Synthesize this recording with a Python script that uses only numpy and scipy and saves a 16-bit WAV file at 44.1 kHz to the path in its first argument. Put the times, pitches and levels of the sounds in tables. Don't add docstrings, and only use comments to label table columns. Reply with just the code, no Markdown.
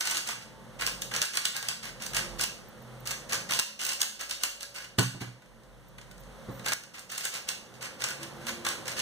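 import sys
import numpy as np
from scipy import signal
from scipy.fft import rfft, irfft, next_fast_len
from scipy.io import wavfile
from scipy.ndimage import map_coordinates

SR = 44100
rng = np.random.default_rng(int(sys.argv[2]) if len(sys.argv) > 2 else 0)


def bounce(signal):
    frames = np.transpose(np.atleast_2d(signal))
    limited = np.clip(frames, -1, 1)
    pcm = np.round(limited * 32767).astype(np.int16)
    wavfile.write(sys.argv[1], SR, pcm)


N = 397341

# peak time in seconds,
# base level in dB, hollow clack in dB over that level; the shares of walls, edges and air below are added to these.
CLICKS = [(0.0089, -18, -9.5), (0.055, -20, -12), (0.073, -18, -6.5), (0.112, -17, -8.5), (0.1184, -30, -1),
          (0.17, -20, -8.5), (0.1778, -21, -11), (0.2753, -23, -18), (0.2895, -22.5, -1.5),
          (0.8115, -21.5, -7), (0.8213, -24.5, 2.5), (0.8659, -16, -14), (0.8744, -22.5, -1),
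          (1.0201, -18.5, -14), (1.1391, -22, -4), (1.1499, -25, 0.5), (1.1636, -18.5, -10),
          (1.2178, -12.5, -9.5), (1.226, -15, -10), (1.2538, -25.5, -11), (1.3552, -22.5, -10),
          (1.3723, -13, -8), (1.4542, -13.5, -10), (1.566, -19, -13), (1.6275, -27.5, -2.5),
          (1.6867, -15.5, -12), (1.8546, -31, -2), (2.0219, -27.5, -18), (2.0471, -38, -13),
          (2.0648, -25, -13), (2.135, -29, 0.5), (2.1475, -19, -20), (2.1687, -30, -18), (2.1893, -29, -18),
          (2.396, -28.5, 3), (2.412, -15.5, -10), (2.4395, -17.5, -14), (3.0738, -19, -30),
          (3.1141, -21, -7), (3.2925, -37, -6), (3.3238, -21, -1), (3.3321, -15, -7.5), (3.3449, -19.5, -5),
          (3.4965, -40.5, 13.5), (3.5094, -20, -0.5), (3.5216, -19.5, -4), (3.5362, -18, -11),
          (3.5913, -14.5, -6.5), (3.5968, -11.5, -12.5), (3.8158, -24.5, -4), (3.8363, -26, -8),
          (3.8513, -17.5, -17), (3.8665, -22, -7), (3.8913, -20.5, -23), (3.934, -24, -24),
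          (4.006, -21, -14), (4.0166, -9, -19), (4.0302, -19, -10), (4.2113, -25, -8), (4.2967, -28, -15),
          (4.3109, -20, -11), (4.4362, -10, -12.5), (4.6307, -27, -8), (4.7619, -32.5, -5),
          (4.9871, -14, -3), (4.9931, -12.5, -9), (5.0305, -27, -1.5), (5.2203, -42, 9), (5.422, -54.5, 6),
          (5.461, -56, 3), (5.6355, -54, -13), (5.885, -56, -15), (5.984, -45.5, 7.5), (6.0145, -42, -2),
          (6.113, -42, -2), (6.1805, -44, -15), (6.236, -46, -13), (6.596, -42, 4), (6.6621, -22.5, 2.5),
          (6.6758, -30, 5.5), (6.6847, -21, -6), (6.6907, -25, -8), (6.7215, -24, 6), (6.7344, -14.5, -15),
          (6.837, -34.5, -11), (6.9945, -31.5, -14), (7.1185, -29, -7), (7.1809, -21.5, -17),
          (7.2436, -26, -8), (7.2531, -17.5, -8), (7.3408, -27, -7), (7.3672, -38, -13), (7.489, -17, -13),
          (7.827, -27.5, -7), (8.0148, -32, -19), (8.0206, -23.5, -3.5), (8.0407, -15, -7.5),
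          (8.2322, -29.5, -3.5), (8.4688, -26.5, -1.5), (8.4836, -29, 2.5), (8.4919, -27, 2.5),
          (8.651, -23, -1), (8.6667, -22, 3), (8.6885, -17, -14), (8.881, -23, -4), (8.993, -21, -6),
          (8.9997, -19.5, -15)]
# start in seconds, end in seconds,
# sliding faces in dB, hollow body in dB.
RUBS = [(0, 0.182, -43.5, -42), (0.259, 0.316, -46, -41.5), (0.402, 0.435, -56.5, -54),
        (0.784, 0.884, -53, -43), (1.004, 1.037, -58, -62), (1.105, 1.246, -51, -41),
        (1.332, 1.378, -45, -42.5), (1.435, 1.468, -52, -41), (1.54, 1.578, -48.5, -40),
        (1.62, 1.72, -54, -46), (1.821, 1.885, -50.5, -47), (1.992, 2.063, -50, -48),
        (2.139, 2.185, -40, -37), (2.381, 2.459, -39.5, -47.5), (3.056, 3.113, -46.5, -40),
        (3.286, 3.355, -47.5, -46), (3.486, 3.626, -41, -53), (3.787, 3.926, -43, -46.5),
        (3.987, 4.034, -44.5, -42.5), (4.189, 4.232, -45.5, -44), (4.285, 4.335, -48, -47.5),
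        (4.402, 4.461, -44, -45.5), (4.593, 4.631, -50, -56), (4.743, 4.843, -50.5, -48.5),
        (4.996, 5.07, -74, -64), (5.198, 5.236, -56.5, -48), (5.984, 6.64, -91, -77),
        (6.635, 6.748, -49.5, -46), (6.934, 6.983, -55.5, -50.5), (7.089, 7.273, -48, -50.5),
        (7.316, 7.377, -47, -44.5), (7.467, 7.506, -48.5, -43.5), (7.736, 7.75, -57, -59),
        (7.805, 7.864, -50.5, -45), (7.988, 8.109, -50, -46.5), (8.201, 8.234, -50.5, -43),
        (8.401, 8.46, -63, -52), (8.46, 8.504, -46.5, -51), (8.65, 8.726, -49.5, -44),
        (8.854, 8.925, -46, -43.5), (8.956, 9.003, -45, -41.5)]
# pitch in Hz, width in Hz, relative level in dB.
HOLLOW = [(846, 1300, -7), (1080, 194, -0.5), (1492, 63, -1.5), (1624, 41, 5), (2180, 950, -3.5)]
# pitch in Hz, width in Hz, relative level in dB.
SHELL = [(2740, 260, 2), (4575, 1300, -2), (6420, 2800, -6)]
# pitch in Hz, width in Hz, relative level in dB.
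EDGE = [(8100, 2750, -5), (11600, 1260, -7), (14750, 4100, -4.5)]
# start in seconds, level in dB before the desk's own shares.
THUDS = [(4.984, -16.5), (4.994, -34), (5.146, -36), (5.2118, -31), (5.27, -41), (5.979, -48), (6.486, -30)]
# pitch in Hz, relative level in dB, time to fall 60 dB in seconds.
DESK = [(121.9, -1, 0.4), (133.4, -7, 0.5), (185, -7, 0.34), (212.7, 7.5, 0.041), (262, -10, 0.36),
        (349, -14, 0.24)]
# pitch in Hz, width in Hz, relative level in dB.
KNOCK = [(287, 99, 1.5), (440, 430, -2.5), (706, 480, -3.5), (1017, 490, -9)]
# start in seconds, length in seconds, level in dB of each tone before the port shares.
WHINES = [(2.681, 0.017, -55.5), (2.82, 0.0092, -55), (3.0, 0.011, -52), (5.88, .015, -62),
          (6.112, .012, -60), (6.198, .018, -58), (6.508, .09, -61)]
WHINE_HZ = [13000, 14000, 15000]
# start in seconds, end in seconds, middle pitch in Hz, middle level in dB.
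TONES = [(0.294, 0.705, 882, -61.5), (2.077, 2.422, 348, -53.5), (2.756, 3.138, 124, -47.5),
         (3.213, 4.902, 563, -62.5), (3.397, 4.195, 212, -62.5), (6.33, 6.74, 538, -53),
         (7.698, 8.1, 124, -53), (8.094, 8.507, 141, -51), (8.176, 8.297, 330, -46.5),
         (8.308, 8.83, 346, -50), (8.405, 8.707, 235, -51.5) ]
# pitch in Hz, time to fall 60 dB in seconds.
ROOM = [(700, 0.38), (5000, 0.44), (14000, 0.34)]
# time in seconds, rumble in dB, hum in dB, hiss in dB.
BACKGROUND = [(0, -56, -49, -48), (1, -46.5, -49.5, -47.5), (1.6, -59, -49.5, -54), (2.2, -41, -47, -44),
              (2.8, -52, -51, -47.5), (3.5, -62, -51.5, -48), (4.2, -52, -60, -48.5), (5, -55, -58, -54.5),
              (6, -50.5, -58, -55.5), (6.6, -49, -50, -48), (7.3, -65, -59, -52.5), (8, -69, -58, -49),
              (8.4, -63, -54, -46.5), (9.01, -65, -53, -46)]
# pitch in Hz, relative level in dB per Hz.
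RUMBLE = [(33, -32), (38, -27), (46, 40.5), (56, 15), (75, -4), (100, -25)]
# middle pitch in Hz, width in Hz, relative level in dB.
HUM = [(125.4, 8.7, 0.5), (181.8, 14, -4.5), (220.8, 5.3, 0)]
# middle pitch in Hz, width in Hz, relative level in dB.
DRONE = [(524.6, 54, 0)]
# pitch in Hz, relative level in dB per Hz.
HISS = [(80, -1.5), (200, -0.5), (600, -2.5), (1000, -6), (2400, -11), (4000, -18), (8000, -23.5),
        (15000, -26)]
# time in seconds, depth in dB.
DIPS = [(0, 14), (1.219, 11), (2.442, 5.5), (3.598, 14.5), (4.018, 6), (4.439, 3), (4.989, 3), (6.737, 11)]
# pitch in Hz, share as a plain factor.
CROSS = [(300, 0.067), (1200, 0.73), (2000, 0.51), (2480, 0.9), (3000, 0.41), (3700, 0.34), (5000, 0.47),
         (7500, 0.43), (9000, 0.4), (11500, .08)]
# pitch in Hz, left in dB, right in dB.
PORTS = [(100, 0, 2), (1070, -1.56, -0.32), (9360, 1.5, 3), (12300, -6, 2.5), (14100, -12, -0.5)]

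WIDE_DB, NARROW_DB, EDGE_DB, AIR_DB = -12, -9.5, -14.5, -6.5
WALL_SPREAD_DB, EDGE_SPREAD_DB = 2.5, 2.5
TICKS_PER_S, TICK_DB, TICK_CLACK_DB, TICK_RISE_DB, TICK_SPREAD_DB = 45, 14.5, -5.5, 6, 2.5
CREEP_S = 0.73
TOP_HZ = 15550
PORT_DELAY_S = 0.0004037


def amp(db):
    return 10 ** (np.asarray(db) / 20)


def unit(x):
    return x / np.sqrt(np.mean(x ** 2) + 1e-20)


def along(points, hz, axis=1):
    cols = np.transpose(points)
    return np.interp(np.log(hz + 1), np.log(cols[0] + 1), cols[axis])


def curves(rows):
    s, *cols = np.transpose(rows)
    return [np.interp(np.arange(N) / SR, s, c) for c in cols]


def wobble(rate):
    knots = rng.standard_normal(int(N * rate / SR) + 4)
    return map_coordinates(knots, [np.arange(N) * rate / SR])


def filtered(x, response):
    m = next_fast_len(N + SR // 2)
    return irfft(rfft(x, m) * response(np.fft.rfftfreq(m, 1 / SR)), m)[..., :N]


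def resonant(x, modes):
    def ring(f):
        total = 0
        for k, (hz, width, db) in enumerate(modes):
            peak = 1j * f * width / (hz * hz - f * f + 1j * f * width)
            total = total + (-1) ** k * amp(db) * peak
        return total

    noise_gain = np.sqrt(np.mean(abs(ring(np.linspace(0, SR / 2, num=2000))) ** 2))
    return filtered(x, ring) / noise_gain


def mix_ports(shared, own, alike):
    turn = np.arccos(np.clip(alike, -1, 1)) / 2
    return np.cos(turn) * shared + np.sin(turn) * np.array([own, -own])


def pair(alike):
    shared, own = rng.standard_normal((2, N))
    return mix_ports(shared, own, alike)


def bursts(times, db, rise, t60, alike):
    lead = SR // 100
    out, t = np.zeros((2, N + SR)), np.arange(-lead, SR // 20) / SR
    shape = np.where(t < 0, np.exp(np.minimum(t, 0) / rise), amp(-60 * t / t60))
    noises = rng.standard_normal((len(times), 2, len(t)))
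    for s, gain, (shared, own) in zip(times, amp(db), noises):
        out[:, round(s * SR):][:, :len(t)] += gain * shape * mix_ports(shared, own, alike)
    return out[:, lead:][:, :N]


def clicks():
    s, db, clack_db = np.transpose(CLICKS + ticks())
    scatter = rng.standard_normal((len(s), 2))
    edge_db = EDGE_DB + EDGE_SPREAD_DB * scatter[:, 0]
    wall_db = WIDE_DB + WALL_SPREAD_DB * scatter[:, 1]
    wide = resonant(bursts(s, db + wall_db, rise=0.00084, t60=0.02, alike=0.047), SHELL[:2])
    narrow = resonant(bursts(s, db + NARROW_DB, rise=0.001, t60=0.015, alike=0.12), SHELL[2:])
    edges = resonant(bursts(s, db + edge_db, rise=0.003, t60=0.021, alike=0.56), EDGE)
    air = resonant(bursts(s, db + clack_db + AIR_DB, rise=0.0019, t60=0.044, alike=0.28), HOLLOW)
    return wide + narrow + edges + air


def ticks():
    rows = []
    for start, end, faces_db, _ in RUBS:
        length = end - start
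        for place, chance in rng.random((round(TICKS_PER_S * length), 2)):
            growth_db = -TICK_RISE_DB * (1 - place)
            size_db = -TICK_SPREAD_DB * np.log(1 - chance)
            rows.append((start + length * place, faces_db + TICK_DB + growth_db + size_db, TICK_CLACK_DB))
    return rows


def scrape():
    t = np.arange(N) / SR
    rubbing = [np.clip(np.minimum((t - start) / 0.012, (end - t) / 0.025 + 1), 0, 1)
               for start, end, *_ in RUBS]
    faces, body = amp(np.transpose(RUBS)[2:]) @ rubbing
    lumps = amp(2.5 * wobble(260) + 1.5 * wobble(60))

    def rub(strength):
        return strength * unit(lumps * pair(alike=0.02))

    walls = resonant(rub(faces), SHELL)
    edges = amp(-6.0) * resonant(rub(faces), EDGE)
    return walls + edges + resonant(rub(body), HOLLOW)


def thuds():
    out, t = np.zeros(N + SR), np.arange(SR // 2) / SR
    soft_start = 1 - np.exp(-t / 0.0021)
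    spots_db = 1.4 * rng.standard_normal((len(THUDS), len(DESK)))
    for (s, db), spot_db in zip(THUDS, spots_db):
        ring = 0
        for (hz, level, t60), spot in zip(DESK, spot_db):
            ring = ring - amp(level + spot - 60 * t / t60) * np.sin(2 * np.pi * hz * t)
        out[round(s * SR):][:len(t)] += amp(db - 5.5) * ring * soft_start
    low = out[:N] * amp([[-.6], [.6]])
    s, db = np.transpose(THUDS)
    rattle = bursts(s + 0.0018, db - 11, rise=0.0021, t60=0.25, alike=0.39)
    return low + resonant(rattle, KNOCK)


def room(x, chunk=SR // 6):
    out = np.zeros((2, N + 2 * SR))
    for start in range(0, N, chunk):
        hz, t, z = signal.stft(rng.standard_normal((2, SR // 2)), SR, nperseg=256)
        fade = amp(-60 * t / along(ROOM, hz)[:, None])
        tail = signal.istft(z * fade, SR, nperseg=256)[1]
        wet = signal.fftconvolve(x[:, start:start + chunk], tail / np.linalg.norm(tail[0]), axes=1)
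        out[:, start + 120:][:, :wet.shape[1]] += wet
    return out[:, :N]


def whine():
    t = np.arange(N) / SR
    gate = sum(amp(db) * np.clip(np.minimum(t - s, s + length - t) / .003, 0, 1) for s, length, db in WHINES)
    return gate * sum(np.sin(2 * np.pi * hz * t) for hz in WHINE_HZ)


def tones():
    t, out = np.arange(N) / SR, 0
    for start, end, hz, db in TONES:
        level = amp(db + 1.5 * wobble(6))
        fade = np.clip(np.minimum(t - start, end - t) / 0.051, 0, 1)
        pitch = hz * (1 + 0.00734 * wobble(7))
        out = out + level * fade * np.sin(2 * np.pi * np.cumsum(pitch) / SR)
    return out


def background():
    rumble_db, hum_db, hiss_db = curves(BACKGROUND)
    rumble = unit(filtered(pair(alike=0.15), lambda hz: amp(along(RUMBLE, hz))))
    hum = unit(resonant(pair(alike=0.81), HUM))
    drone = unit(resonant(pair(alike=1.0), DRONE))
    hiss = unit(filtered(pair(alike=0.35), lambda hz: amp(along(HISS, hz))))
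    hiss_and_drone = hiss + amp(-4.5) * drone
    return amp(rumble_db) * rumble + amp(hum_db) * hum + amp(hiss_db) * hiss_and_drone


def dips():
    t = np.arange(N) / SR
    depth = sum(db * (t >= s) * np.exp(-np.maximum(t - s, 0) / CREEP_S) for s, db in DIPS)
    return amp(-depth)


def scene():
    level = dips()
    cube = clicks() + scrape()
    tails = amp(-1.83) * room(cube / level)
    whine_ports = whine() * np.array([[.3], [1]])
    return cube + level * (tails + background()) + thuds() + tones() + whine_ports


def record(dry):
    def cross(hz):
        return np.clip(along(CROSS, hz), 0, .95) * np.exp(-2j * np.pi * hz * PORT_DELAY_S)

    def colour(hz):
        lift = 1 / np.minimum(abs(1 - cross(np.minimum(hz, 1200))), 1)
        bass_cut = (1j * hz / (1j * hz + 30)) ** 4
        sides = amp([along(PORTS, hz, axis=1), along(PORTS, hz, axis=2)])
        return sides * lift * bass_cut / (1 + (hz / TOP_HZ) ** 120)

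    wide = dry - filtered(dry[::-1], cross)
    return filtered(wide, colour)


dry = scene()
out = record(dry)
bounce(out)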